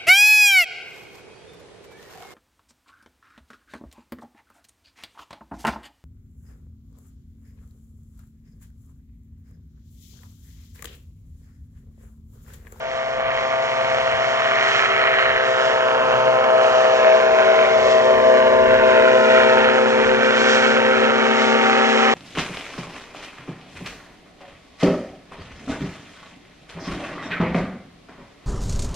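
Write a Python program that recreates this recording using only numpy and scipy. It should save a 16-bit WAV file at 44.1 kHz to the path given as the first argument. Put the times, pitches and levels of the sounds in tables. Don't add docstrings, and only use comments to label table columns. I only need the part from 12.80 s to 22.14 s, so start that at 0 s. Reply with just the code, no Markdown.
import sys
import numpy as np
from scipy import signal
from scipy.fft import rfft, irfft
from scipy.io import wavfile
from scipy.ndimage import uniform_filter1d

SR = 44100
rng = np.random.default_rng(int(sys.argv[2]) if len(sys.argv) > 2 else 0)


def int16_out(signal):
    q = np.round(np.clip(np.atleast_2d(signal).T, -1, 1) * 32767)
    wavfile.write(sys.argv[1], SR, q.astype(np.int16))


def boost_factor(decibels):
    exponent = np.asarray(decibels, float) / 20
    return 10 ** exponent


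N = 411894

# t/s, f/Hz
FIFTH_BLADE_HZ = [(0.0, 654.4), (1.48, 654.8), (2.47, 651.7), (3.46, 645.6), (7.1, 644.8), (7.6, 647),
                  (9.34, 649.5)]
# multiple of blade rate, level/dB
BLADE_HARMONICS = [(1, -6), (2, -13.5), (3, 2), (4, -6), (5, -4.5), (6, -13), (7, -11.5), (8, -13.5),
                   (9, -21), (10, -18), (11, -16), (12, -16.5), (13, -22.5), (14, -17), (15, -23.5),
                   (16, -42.5), (17, -22.5), (18, -29.5)]
BLADE_ANCHORS = [1, 2, 3, 4, 5, 6, 7, 8, 9, 10, 11, 12, 13]
# far level/dB, near level/dB, halfway t/s
BLADE_RISE = [(-46, -44.5, 4), (-47, -31.5, 5.1), (-41.5, -28.5, 1.7), (-31.5, -25, 2.74), (-25, -19, 3.1),
              (-40, -31.5, 3.1), (-40, -33.5, 2.73), (-42, -35, 3), (-42.5, -37.5, 5.3),
              (-47.5, -38.5, 1.8), (-39.5, -38.5, 5.5), (-41.5, -41.5, 1.7), (-49, -44, 1.3)]
# t/s, multiple of blade rate, level/dB, half length/s
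BLADE_FADES = [(0.53, 9, 3, 1.0), (1.2, 1, 3.5, 0.26), (1.9, 4, -16.5, 0.26), (2.05, 5, -6.5, 0.14),
               (7.8, 7, -2.5, 0.87), (3.2, 9, -5, 0.4), (3.13, 3, -3, 0.66), (3.4, 1, 9, 0.18),
               (4.4, 1, -5.5, 0.5), (3.42, 2, 10.5, .5), (4.8, 4, -13, 0.42), (4.9, 7, -12.5, 0.23),
               (3.1, 11, -2, 0.41), (6, 6, -19, 0.46), (6.75, 5, 7, 0.53), (6.017, 1, 2, 1),
               (6.409, 9, -5.5, .5), (10.5, 3, -5.5, 0.27), (7, 5, -8.5, .4), (7.3, 6, -10, 0.26),
               (8.2, 8, -11, 0.99), (8.5, 5, 4, .3), (9.14, 4, -9.5, 0.75), (9.09, 1, -10.5, 0.46),
               (9.21, 6, 5, 0.58), (2.16, 10, 6.5, 0.3), (5.6, 10, -11.5, 0.54), (5.5, 12, -7.5, 0.88),
               (7.83, 12, 11.5, .45), (6.75, 7, 7, 0.047)]
# fifth harmonic level/dB, roar level/dB, halfway t/s, rise/s
TILT_DROP = (-14.5, -2, 7, 0.12)
# multiple of crank rate, level/dB
EXHAUST_HARMONICS = [(1, -18), (2, 2), (3, -4.5), (4, 5), (5, -19), (6, -9), (8, -3), (10, -31)]
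# far level/dB, near level/dB, halfway t/s, rise/s
EXHAUST_RISE = [
    (-53, -51, 5.9, .5),
    (-49, -24.5, 4.9, 0.97),
    (-59, -41, 3.2, 1),
    (-42, -29.5, 2.03, 0.55),
    (-35.5, -51, 3.5, .3),
    (-60, -54.5, 3.8, .5),
]
# f/Hz, level/dB per Hz
ROAR_SPECTRUM = [(40, -40.5), (150, -22.5), (300, -10.5), (450, -6), (650, 0), (900, -10.5), (1300, -29),
                 (2000, -43.5), (4000, -110)]
RUSH_SPECTRUM = [(200, -42.5), (400, -19), (700, -23), (1000, -2), (1500, 6), (2200, 4.5), (3000, -2.5),
                 (4200, -11), (6000, -53.5), (8000, -100)]
TREBLE_SPECTRUM = [(1500, -30), (2600, -2), (3400, 1), (4000, -2.5), (5000, -7), (6000, -13), (7000, -17),
                   (7600, -23), (8300, -31), (8900, -39), (9300, -70)]
# far level/dB, near level/dB, halfway t/s
WAKE_RISE = [
    (-36, -29.5, 2.9),
    (-27.5, -23, 5.98),
    (-44, -40.5, 6.13),
]
# t/s, half length/s, middle level/dB, treble level/dB
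WAKE_SURGES = [(.45, 0.072, 2.5, -6), (1.26, 0.35, 0.5, 3.5), (5.117, 0.016, 1.5, 4),
               (1.948, 0.22, 1.5, 9.5), (2.2, 0.65, 7.5, -1), (2.868, 0.25, -0.5, 5),
               (4.124, 0.31, 4.5, 6.5), (4.747, 0.28, 4, 3.5), (5.115, 0.2, 0, 5), (6.564, 0.1, 2.5, 3),
               (7.723, 0.22, 3, 9), (8.62, 0.13, 2, 7.5), (9.264, 0.41, 4, 5)]
# t/s, far ground lag/ms, second bounce lag/ms, near ground lag/ms
BOUNCE_LAGS = [(0, 0.86, 1.83, 0.98), (2.2, .9, 1.6, 0.34), (2.7, 1, 1.7, 0.5), (3.3, 0.74, 1.91, 0.58),
               (4, 1.0, 1.6, 0.6), (4.6, 1.17, 2, 0.72), (5.3, 1.56, 1.9, 0.85), (6, 1.805, 2.07, 0.998),
               (7.001, 2.29, 2.12, 1.104), (7.999, 2.7, 2.18, 1.1), (9.34, 3.7, 2.42, 1.5)]
# t/s, far ground, second bounce, near ground
BOUNCE_GAINS = [(0, 0.3, 0.12, 0.1), (2.301, 0.29, 0.17, 0.11), (3.301, .05, .35, 0.54),
                (3.9, 0.2, .4, 0.4), (4.401, 0.2, .6, 0.13), (4.8, 0.22, 0.5, 0.2),
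                (5.601, 0.38, 0.52, 0.28), (7.2, 0.25, 0.59, 0.22), (8, 0.07, 0.59, 0.12),
                (9.34, .15, 0.38, 0.1)]
BOUNCE_PHASE = (-1.02, 0.044, -1.84)
BOUNCE_TOP_HZ = (4500, 1300, 3940)
# f/Hz, level/dB, phase/rad, likeness (0-1)
RIGHT_PORT = [(30, -30, 1.1, .5), (110, -13, 1.1, .9), (230, -10, .9, .99), (390, -9, 1.1, .99),
              (520, -.3, .8, .98), (720, -5, .5, .8), (1250, 5, .2, .9), (2000, .2, -.2, .85),
              (3200, 3.5, -.6, .85), (3550, -9, -.6, .5), (4050, 1.6, -.1, .75), (4700, -6, .4, .4),
              (5400, 6.5, .35, .65), (8200, 11, -.4, .15)]
# early level/dB, late level/dB, halfway t/s
BREEZE = (-52.5, -67, 7.6)
# t/s, level/dB, half length/s
WIND_THUMPS = [(0.11, -46, .1), (0.505, -50, 0.17), (1.345, -44, 0.03), (2.55, -47, 0.056),
               (2.753, -51, 0.026), (3.332, -52, 0.091), (3.64, -57, .03), (4.306, -57, .04),
               (4.526, -49, .03), (5.05, -52, 0.059), (5.36, -51, 0.096), (5.89, -38.5, 0.18),
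               (6.247, -48, 0.079), (6.6, -52, .04), (6.893, -52, 0.094), (7.28, -44, 0.095),
               (8.17, -48, .05), (8.664, -49, 0.054)]

CRANK_PER_BLADE = .8745
PORT_LAG_S = 6.5 / SR


def level(x):
    return x / np.sqrt(np.mean(x ** 2))


def curves(table):
    s, *columns = np.transpose(table)
    return [np.interp(np.arange(N) / SR, s, c) for c in columns]


def along_hz(table):
    hz, *columns = np.transpose(table)
    bins = np.log(np.arange(N // 2 + 1) * SR / N + 1)
    return [np.interp(bins, np.log(hz), c) for c in columns]


def rise(far_db, near_db, half_s, rise_s=0.17):
    return far_db + (near_db - far_db) / (1 + np.exp((half_s - np.arange(N) / SR) / rise_s))


def bump(at_s, half_s):
    return np.exp(-((np.arange(N) / SR - at_s) / half_s) ** 2)


def walk(rate):
    k = int(SR / rate)
    held = np.repeat(rng.standard_normal(N // k + 1), k)
    return level(uniform_filter1d(uniform_filter1d(held, k), k)[:N])


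def band(x, lo_hz, hi_hz):
    return signal.sosfilt(signal.butter(2, [lo_hz, hi_hz], "band", fs=SR, output="sos"), x)


def tones(turns, orders, anchors, heard_db, shimmer_db, wobble, spread):
    out, own_db = 0, dict(orders)
    swell_db = np.array([db - own_db[k] for k, db in zip(anchors, heard_db)])
    for k, db in orders:
        share = [np.interp(k, anchors, row) for row in np.eye(len(anchors))]
        slip = spread * rng.standard_normal() + wobble * np.sqrt(k) * walk(14)
        partial_db = db + share @ swell_db + shimmer_db * walk(40)
        out = out + boost_factor(partial_db) * np.cos(2 * np.pi * k * turns + slip)
    return np.sqrt(2) * out


def blade_turns():
    hz = uniform_filter1d(curves(FIFTH_BLADE_HZ)[0], SR // 2) / 5
    return np.cumsum(hz * (1 + .001 * walk(25))) / SR


def blade_db():
    rows = []
    for own, growth in zip(BLADE_ANCHORS, BLADE_RISE):
        fades = sum(db * bump(s, half) for s, k, db, half in BLADE_FADES if round(k) == own)
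        rows.append(rise(*growth) + fades)
    fifth = BLADE_ANCHORS.index(5)
    rows[fifth] = rows[fifth] + rise(0, TILT_DROP[0], *TILT_DROP[2:])
    return rows


def blade_tones(turns):
    return boost_factor(2.03) * tones(turns, BLADE_HARMONICS, BLADE_ANCHORS, blade_db(),
                             shimmer_db=1.85, wobble=0.08, spread=0.94)


def exhaust_tones(turns):
    firing_db = np.array([rise(*row) for row in EXHAUST_RISE]) + 3.34
    return tones(turns * CRANK_PER_BLADE, EXHAUST_HARMONICS, [1, 2, 3, 4, 6, 8], firing_db,
                 shimmer_db=1.2, wobble=.12, spread=.8)


def chopped_wake(turns, steady, width, slap_db, crack_db):
    blade = turns.astype(int)
    size, crack, late = rng.standard_normal((blade[-1] + 1, 3)).clip(-2, 2).T
    gate = steady + boost_factor(slap_db * size)[blade] * np.exp(-(turns % 1) / width)
    noise = gate * rng.standard_normal((2, N))
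    crack_turn = np.arange(len(late)) + .3 + .15 * late
    at = np.searchsorted(turns, crack_turn).clip(0, N - 1)
    noise[:, at] += boost_factor(crack_db) * crack
    return rfft(noise / uniform_filter1d(gate, SR // 4))


def coloured(spectrum, colour):
    return level(irfft(spectrum * boost_factor(along_hz(colour)[0]), N))


def wake_db():
    lift = 0
    for s, half, mid_db, top_db in WAKE_SURGES:
        lift = lift + np.array([[0], [mid_db], [top_db]]) * bump(s, half)
    flicker = np.array([rise(0, *TILT_DROP[1:]), 1.1 * walk(9), 1.0 * walk(16)])
    return np.array([rise(*row) for row in WAKE_RISE]) + lift + flicker


def wake_rush(turns):
    low_db, rush_db, treble_db = wake_db()
    chop = chopped_wake(turns, steady=1.0, width=.13, slap_db=3.5, crack_db=21.0)
    tips = chopped_wake(turns, steady=1.3, width=.1, slap_db=3.0, crack_db=15.0)
    air = boost_factor(low_db + 5.5) * coloured(chop, ROAR_SPECTRUM)
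    air = air + boost_factor(rush_db - 1.0) * coloured(chop, RUSH_SPECTRUM)
    return air + boost_factor(treble_db + 4.0) * coloured(tips, TREBLE_SPECTRUM)


def bounced(x):
    hz = np.arange(N // 2 + 1) * SR / N
    at = np.arange(N)
    out, thin = x, rfft(x) / (1 + (330 / (hz + 1)) ** 2)
    paths = zip(curves(BOUNCE_LAGS), curves(BOUNCE_GAINS), BOUNCE_PHASE, BOUNCE_TOP_HZ)
    for ms, gain, rad, top_hz in paths:
        turned = irfft(thin * np.exp(1j * rad) / (1 + (hz / top_hz) ** 2), N)
        delayed = np.array([np.interp(at - ms * SR / 1000, at, v) for v in turned])
        out = out + np.clip(gain, 0, 1) * delayed
    return out * np.clip(np.minimum(at, N - at) / 100, 0, 1)


def at_ports(hum, air):
    hum, near, other = rfft(bounced([hum, *air]))
    gain_db, phase, like = along_hz(RIGHT_PORT)
    like = np.clip(like, 0, 1)
    omega = 2 * np.pi * np.arange(len(phase)) * SR / N
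    lead = np.exp(1j * (phase + omega * PORT_LAG_S))
    right = (hum + np.sqrt(like) * near + np.sqrt(1 - like) * other) * boost_factor(gain_db) * lead
    return irfft([hum + near, right], N)


def wind():
    thump = band(rng.standard_normal((2, N)), 28.0, 150.0) * boost_factor(2.0 * walk(12))
    gusts = boost_factor(rise(*BREEZE) + 1.7 * walk(6))
    gusts = gusts + sum(boost_factor(db) * bump(s, half) for s, db, half in WIND_THUMPS)
    return level(thump) * gusts * boost_factor(np.array([[5.], [-22.]]))


def scene():
    turns = blade_turns()
    hum = blade_tones(turns) + exhaust_tones(turns)
    aircraft = at_ports(hum, wake_rush(turns))
    fade = boost_factor(-8.5 * np.exp(-np.arange(N) / SR / 0.33))
    return fade * (aircraft + wind())


def starved(x):
    hz, s, cells = signal.stft(x, SR, nperseg=1024)
    power = np.abs(cells) ** 2
    usual = uniform_filter1d(power[:, (hz > 5500) & (hz < 6500)].mean(axis=(0, 1)), size=9)
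    bar_db = rise(-9.5, -22, 6) + 2 * walk(3) + 2 * walk(20)
    bar_db = np.interp(s * SR, np.arange(N), bar_db)
    near = uniform_filter1d(uniform_filter1d(power, size=3, axis=1), size=2, axis=2)
    keep = (near > usual * boost_factor(2 * bar_db)) | (hz < 6600)[:, None]
    return signal.istft(cells * keep, SR, nperseg=1024)[1][:, :N]


def roll_off(x):
    return signal.sosfilt(signal.butter(12, 9080, fs=SR, output="sos"), x)


def record(dry):
    rounded = dry / (1 + (dry / .99) ** 8) ** (1 / 8)
    mix = starved(rounded)
    return roll_off(mix)


dry = scene()
out = record(dry)
int16_out(out)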